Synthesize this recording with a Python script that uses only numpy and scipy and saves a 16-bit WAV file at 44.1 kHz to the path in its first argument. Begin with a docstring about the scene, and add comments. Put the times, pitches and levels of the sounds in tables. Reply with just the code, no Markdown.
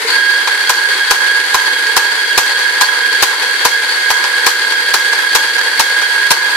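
"""At a coffee counter, an espresso grinder runs close by. Its motor whines, unsteady under load,
while the burrs (the toothed grinding discs) crush beans. A hand pulls the lever of the doser, the
chamber that hands out the coffee, about 2.4 times a second. Each pull ends in a hard clack and a
spill of grounds; after some pulls the lever knocks more softly on its way back.
The clacks overload the microphones."""
import sys
import numpy as np
from scipy import signal
from scipy.fft import rfft, irfft, next_fast_len
from scipy.io import wavfile

SR = 44100
rng = np.random.default_rng(int(sys.argv[2]) if len(sys.argv) > 2 else 0)


def persist_wave(psi):
    """Save psi, clipped to +-1, as 16-bit WAV."""
    counts = np.round(np.clip(psi, -1, 1) * 32767).astype(np.int16)
    wavfile.write(sys.argv[1], SR, np.atleast_2d(counts).T)


N = 289558
T = np.arange(N) / SR


# the motor's speed sways with the feed of beans: (time [s], whine pitch [Hz])
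MOTOR_PITCH = [(0.13, 1629), (1.01, 1639), (1.65, 1636), (1.81, 1642), (1.89, 1635), (2.21, 1641),
               (2.45, 1632), (2.77, 1640), (3.33, 1633), (3.41, 1638), (3.65, 1632), (3.73, 1637),
               (4.61, 1633), (5.33, 1643), (5.89, 1633), (6.55, 1641)]
# tones of the whine: (multiple of the pitch, level [dB], left minus right [dB], roughness [0-1])
WHINE_TONES = [(1, 0.5, -11, 0.6), (2, -9.5, -8, 0.71), (3, -22, 12, 0.36)]
# the motor's pulsing pull adds a few tones beside the whine:
# (distance from the pitch [multiples of the mains frequency], level [dB], left minus right [dB])
SIDE_TONES = [(-2, -11, 3), (-1, -14.5, 5), (2, -15, -3)]

def motor_whine(level_db=-16, surge_db=3.5, jitter_hz=4, flutter_db=5, sway_db=0.87, mains_hz=60):
    """The motor sings: beans jolt its speed and strength, and the housing scatters part of the tone."""
    start_s, attack_s = 0.12, 0.007
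    pitch_hz = np.interp(T, *np.transpose(MOTOR_PITCH)) + jitter_hz * wander(18.9)
    phase = 2 * np.pi * np.cumsum(pitch_hz) / SR
    surge = swell(start_s, attack_s, hold_s=0.21, release_s=0.057)
    unrest = 1 - 0.5 * surge  # the tone is purer during the opening surge
    snags = np.logaddexp(0, 2 * wander(25)) / 2  # a snagging bean only ever chokes the tone
    jolts_db = sway_db * wander(3) - flutter_db * snags
    strength = amp(level_db + surge_db * surge + jolts_db * unrest)
    strength *= np.clip((T - start_s) / attack_s, 0, 1)
    out = np.zeros((2, N))
    for multiple, db, lean_db, rough in WHINE_TONES:
        scatter = np.array([wander(15) + 1j * wander(15) for _ in range(2)]) / np.sqrt(2)
        pure = np.sqrt(1 - rough ** 2) * pan(lean_db)
        scattered = rough * unrest * scatter * pan(lean_db / 2)
        out += amp(db) * ((pure + scattered) * np.exp(1j * multiple * phase)).real
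    for offset, db, lean_db in SIDE_TONES:
        side_phase = phase + 2 * np.pi * offset * mains_hz * T + 0.93 * wander(12)
        out += amp(db) * unrest * pan(lean_db) * np.cos(side_phase)
    return np.sqrt(2) * strength * out


# the noise of beans being crushed, from low to high: (frequency [Hz], level [dB])
CRUSH_SPECTRUM = [(130, -73), (200, -25), (270, -12.5), (430, -0.5), (570, -2.5), (690, -11), (930, 4.5),
                  (1200, 1), (1700, 8.5), (2500, 1), (3400, 1), (4450, 3), (5400, -6.5), (10000, -7),
                  (16000, -22)]
# pitches that the housing boosts or dampens: (frequency [Hz], width [Hz], boost [dB])
HOUSING_RESONANCES = [(280, 14, 6), (355, 14, 4), (465, 30, 4), (500, 18, 7), (535, 25, -6), (752, 18, 9),
                      (825, 20, 5), (900, 22, 5), (985, 18, 4), (1015, 18, 6), (1165, 60, -3),
                      (1465, 26, 5), (1585, 20, 6), (1690, 40, -3), (1775, 36, 5), (1900, 28, 4),
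                      (2090, 32, 8), (2187, 36, 9), (2710, 70, -3), (4100, 28, 5), (4478, 55, 8),
                      (4796, 30, 9), (5060, 32, 5)]

def crushing_beans(level_db=-16.5, bite_db=4, snaps_per_s=2500, snap_db=-6, stir_db=5.5, settle_s=0.083):
    """Bits of bean rub and snap between the burrs and sound through the housing; the first bite is louder."""
    bite_s, attack_s = 0.066, 0.016
    bite = swell(bite_s, attack_s, hold_s=0.029, release_s=0.062)
    idle = np.clip(1 - (T - bite_s) / attack_s, 0, 1)  # 1 before the bite, 0 after
    snaps = (rng.random(N) < snaps_per_s / SR) * rng.exponential(1, N)
    snaps = unit(signal.lfilter([1], [1, -np.exp(-1 / (0.0003 * SR))], snaps))  # each fades in 0.3 ms
    noise = unit(rng.standard_normal((2, N)) * np.hypot(1, amp(snap_db) * snaps))
    noise *= amp(level_db + 0.5 * idle + bite_db * bite + 1.2 * wander(20))
    sound = colour(noise, CRUSH_SPECTRUM, HOUSING_RESONANCES)
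    # the burr edges rasp most in the bite, building up more slowly and fading later
    zing = swell(bite_s, attack_s=0.037, hold_s=0.033, release_s=0.077)
    rasp_db = -4.5 * idle + 3.5 * (1 - idle) + 4 * zing + wander(4)
    sound = boost_band(sound, [4300, 4750], rasp_db)
    # each pull stirs the grounds, which lifts the hollow middle of the sound until they settle
    stir = sum((T > s) * np.exp(-abs(T - s) / settle_s) for s, *_ in LEVER_CLACKS)
    middle_db = -1.2 + stir_db * stir + wander(2)
    return boost_band(sound, [800, 1450], middle_db)


def doser():
    """The doser's small parts give off no bass; the low end comes from the counter."""
    small_parts = lever_clacks() + lever_returns() + spilling_grounds()
    return cut(small_parts, "highpass", hz=270, order=4) + counter_thump()


# the lever hits its stop: (time [s], crack [dB], chamber ring [dB], thump [dB], bounce [dB])
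LEVER_CLACKS = [(0.6944, -9.5, -3.5, -64.5, -3), (1.109, -6, -2, -31, -24), (1.5441, -10.5, -2.5, -23, -8),
                (1.9657, -8.5, -3.5, -27, -2), (2.377, -5, -2, -20, -6), (2.8106, -9.5, -6, -54, -4),
                (3.225, -6.5, -3.5, -42, -3), (3.6516, -6, -0.5, -55.5, -11),
                (4.1033, -13.5, -6.5, -30, -3), (4.4654, -4, -4.5, -52, -20), (4.9401, -6.5, -5, -45, -11),
                (5.3504, -8.5, -6.5, -37, -1), (5.7957, -7.5, -4.5, -32, -2), (6.3064, -8, -7, -31, 2.5)]
# the sharp crack of a lever blow, from low to high: (frequency [Hz], level [dB])
CRACK_SPECTRUM = [(100, -40), (250, -20), (420, -6), (650, -7), (950, 1), (1500, 0), (2400, -1), (3500, -3),
                  (4100, 2), (5500, -1), (8000, -5.5), (16000, -10)]

def lever_clacks(crack_gain_db=10, ring_gain_db=-3):
    """The lever slams into its stop with a crack and sets the chamber ringing."""
    cracks, rings = np.zeros((2, 2, N))
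    for s, crack_db, ring_db, _, bounce_db in LEVER_CLACKS:
        shape, lead_s = lever_blow(bounce_db)
        add(cracks, s - lead_s, amp(crack_db + crack_gain_db) * shape)
        add(rings, s, amp(ring_db + ring_gain_db) * chamber_ring())
    return colour(cracks * grit(), CRACK_SPECTRUM) + rings


# the lever swings back: (time [s], crack [dB], chamber ring [dB])
LEVER_RETURNS = [(0.4734, -12, -2.5), (2.59, -15, -38), (3.4258, -13.5, -13.5), (4.24, -10, -5),
                 (4.7212, -16, -20), (5.1317, -12.5, -10), (5.5816, -16, -12), (6.0175, -12, -9)]

def lever_returns(crack_gain_db=3, ring_gain_db=-9):
    """The returning lever strikes a softer, duller blow that also rings the chamber."""
    cracks, rings = np.zeros((2, 2, N))
    for s, crack_db, ring_db in LEVER_RETURNS:
        shape, lead_s = lever_blow(bounce_db=-6)
        add(cracks, s - lead_s, amp(crack_db + crack_gain_db) * shape)
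        add(rings, s, amp(ring_db + ring_gain_db) * chamber_ring())
    dull = cut(cracks * grit(), "lowpass", hz=7000, order=1)
    return colour(dull, CRACK_SPECTRUM) + rings


def lever_blow(bounce_db, catch_db=-18, catch_s=0.004, fade_s=0.007, bounce_s=0.008):
    """One blow's strength over time, and its lead-in: a latch catches, the lever hits, bounces, rattles."""
    t = np.arange(SR // 3) / SR - catch_s
    strike = np.exp(-t / fade_s)
    bounce = amp(bounce_db) * (t > bounce_s) * np.exp(-abs(t - bounce_s) / fade_s)
    rattle = amp(-15) * np.exp(-t / 0.047)
    together = np.sqrt(strike ** 2 + bounce ** 2 + rattle ** 2)
    return np.where(t < 0, amp(catch_db), together)[None], catch_s


# the notes of the doser chamber: (pitch [Hz], level [dB], time to fade by 60 dB [s])
CHAMBER_NOTES = [(400, -15, .06), (490, -12, .08), (750, -11, .09), (825, -6, .09), (905, 0, .075),
                 (1010, 2, .07), (1090, -5, .06), (1210, -8, .05), (1340, -5, .05), (1470, -2, .06),
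                 (1790, -1, .05), (2435, -5, .06), (3950, -3, .02)]

def chamber_ring(uneven_db=1.5, attack_s=0.0016):
    """The struck chamber rings, a little differently each time and at each microphone."""
    t = np.arange(SR // 5) / SR
    out = np.zeros((2, len(t)))
    for hz, db, fade_s in CHAMBER_NOTES:
        size, turn, skew = rng.standard_normal(3)
        phase = 2 * np.pi * (hz * t + turn) + skew * np.array([[0.25], [-0.25]])
        out += amp(db + uneven_db * size - 60 * t / fade_s) * np.sin(phase)
    return out * (1 - np.exp(-t / attack_s))


# the hiss of sliding grounds, from low to high: (frequency [Hz], level [dB])
GROUNDS_SPECTRUM = [(1000, -30), (3000, 10), (6500, 39.5), (10000, 18), (16000, 28.5)]

def spilling_grounds(level_db=-26, peak_s=0.031):
    """Grounds slide out with a short hiss after each clack."""
    t = np.arange(SR // 2)[None] / SR
    spill = amp(level_db) * t / peak_s * np.exp(1 - t / peak_s)
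    spills = np.zeros((1, N))
    for s, *_ in LEVER_CLACKS:
        add(spills, s, spill)
    return colour(spills * grit(), GROUNDS_SPECTRUM)


def counter_thump(gain_db=5, fade_s=0.007):
    """Each clack gives the counter a short push, heard as a low thump."""
    push = np.exp(-np.arange(SR // 2)[None] / SR / fade_s)
    thumps = np.zeros((1, N))
    for s, _, _, thump_db, _ in LEVER_CLACKS:
        add(thumps, s, amp(thump_db + gain_db) * push)
    rumble = cut(rng.standard_normal((2, N)), "lowpass", hz=120, order=2)
    return thumps * unit(rumble)


def body_knock(start_s=0.047, hz=450, level_db=-11, fade_s=0.08):
    """The grinder's body gives one dull knock just before the burrs bite."""
    t = np.maximum(T - start_s, 0)
    rise = (1 - np.exp(-t * hz)) ** 2  # builds up over about one cycle
    return amp(level_db - 60 * t / fade_s) * rise * np.sin(2 * np.pi * hz * t)


def grit(uneven_db=2):
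    """Grainy noise: metal parts and grounds touch in many tiny separate contacts."""
    return unit(rng.standard_normal((2, N)) * amp(uneven_db * wander(300)))


# how alike the two microphones sound: (frequency [Hz], likeness [1 same, 0 unrelated, -1 opposite])
MIC_LIKENESS = [(250, 0.78), (500, 0.82), (1000, 0.53), (1600, 0.18), (2500, 0.15), (5000, 0),
                (14000, -0.5)]
# which microphone is louder: (frequency [Hz], left minus right [dB])
MIC_BALANCE = [(400, 0), (1000, -1), (1700, -2), (2200, -1), (2800, 3), (4200, 4), (8000, 1.5), (14000, 5)]

def colour(noise_pair, spectrum, peaks=()):
    """Gives two unrelated noises an object's tone colour and shares them between the microphones."""
    hz = np.fft.rfftfreq(8192, 1 / SR)
    peaks_db = sum(boost / (1 + (2 * (hz - f) / width) ** 2) for f, width, boost in peaks)
    log_gain = np.log(unit(amp(curve_at(spectrum, hz) + peaks_db)))
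    # build a filter that rings only after it is struck (minimum phase)
    mirrored = np.concatenate([log_gain, log_gain[-2:0:-1]])
    gain = np.exp(signal.hilbert(mirrored).conj())[:len(hz)]
    response = irfft(gain)[:len(hz)]
    first, second = rfft(signal.oaconvolve(noise_pair, response[None], axes=1), 2 * N)
    hz = np.fft.rfftfreq(2 * N, 1 / SR)
    same = curve_at(MIC_LIKENESS, hz)
    lean = amp(curve_at(MIC_BALANCE, hz) / 2)
    left = first * lean
    right = (same * first + np.sqrt(1 - same ** 2) * second) / lean
    return irfft(np.array([left, right]))[:, :N]


def curve_at(points, hz):
    """Joins the points by straight lines on a log-frequency axis."""
    f, value = np.transpose(points)
    return np.interp(np.log(hz + 1), np.log(f + 1), value)


def wander(hz):
    """A random wobble of typical size 1, mostly slower than the given rate."""
    size = next_fast_len(N, True)
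    f = np.fft.rfftfreq(size, 1 / SR)
    fade = 1 / np.sqrt((1 + (f / hz) ** 2) * (1 + (f / (10 * hz)) ** 4))
    return unit(irfft(rfft(rng.standard_normal(size)) * fade, size)[:N])


def swell(start_s, attack_s, hold_s, release_s):
    """Rises from 0 to 1, holds, and falls back."""
    return np.interp(T, start_s + np.cumsum([0, attack_s, hold_s, release_s]), [0, 1, 1, 0])


def boost_band(sound, band_hz, db):
    band = signal.sosfiltfilt(signal.butter(2, band_hz, "bandpass", fs=SR, output="sos"), sound)
    return sound + band * (amp(db) - 1)


def cut(sound, kind, hz, order):
    return signal.sosfilt(signal.butter(order, hz, kind, fs=SR, output="sos"), sound)


def add(mix, s, sound):
    part = mix[:, max(round(s * SR), 0):][:, :sound.shape[1]]
    part += sound[:, :part.shape[1]]


def amp(db):
    return 10 ** (np.asarray(db) / 20)


def unit(x):
    return x / np.sqrt(np.mean(x ** 2) + 1e-20)


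def pan(db):
    return amp(np.array([[db], [-db]]) / 2)


def scene():
    return motor_whine() + crushing_beans() + doser() + body_knock()


def record(dry, limit_db=-11, share=0.17, attack_s=0.011, recovery_db_per_s=70, top_hz=14650):
    """A limiter turns things down a little after each clack; the clacks still clip; the top treble is cut."""
    keep = np.exp(-1 / (attack_s * SR))
    power = signal.lfilter([1 - keep], [1, -keep], (dry ** 2).mean(0))
    fall_db = recovery_db_per_s * T
    held_db = np.maximum.accumulate(10 * np.log10(power + 1e-12) + fall_db) - fall_db
    over_db = np.maximum(held_db - limit_db, 0)
    clipped = np.clip(dry * amp(-share * over_db), -1, 1)
    treble_cut = signal.firwin(255, top_hz, window=("kaiser", 8), fs=SR)
    return signal.oaconvolve(clipped, treble_cut[None], "same")


dry = scene()
out = record(dry)
persist_wave(out)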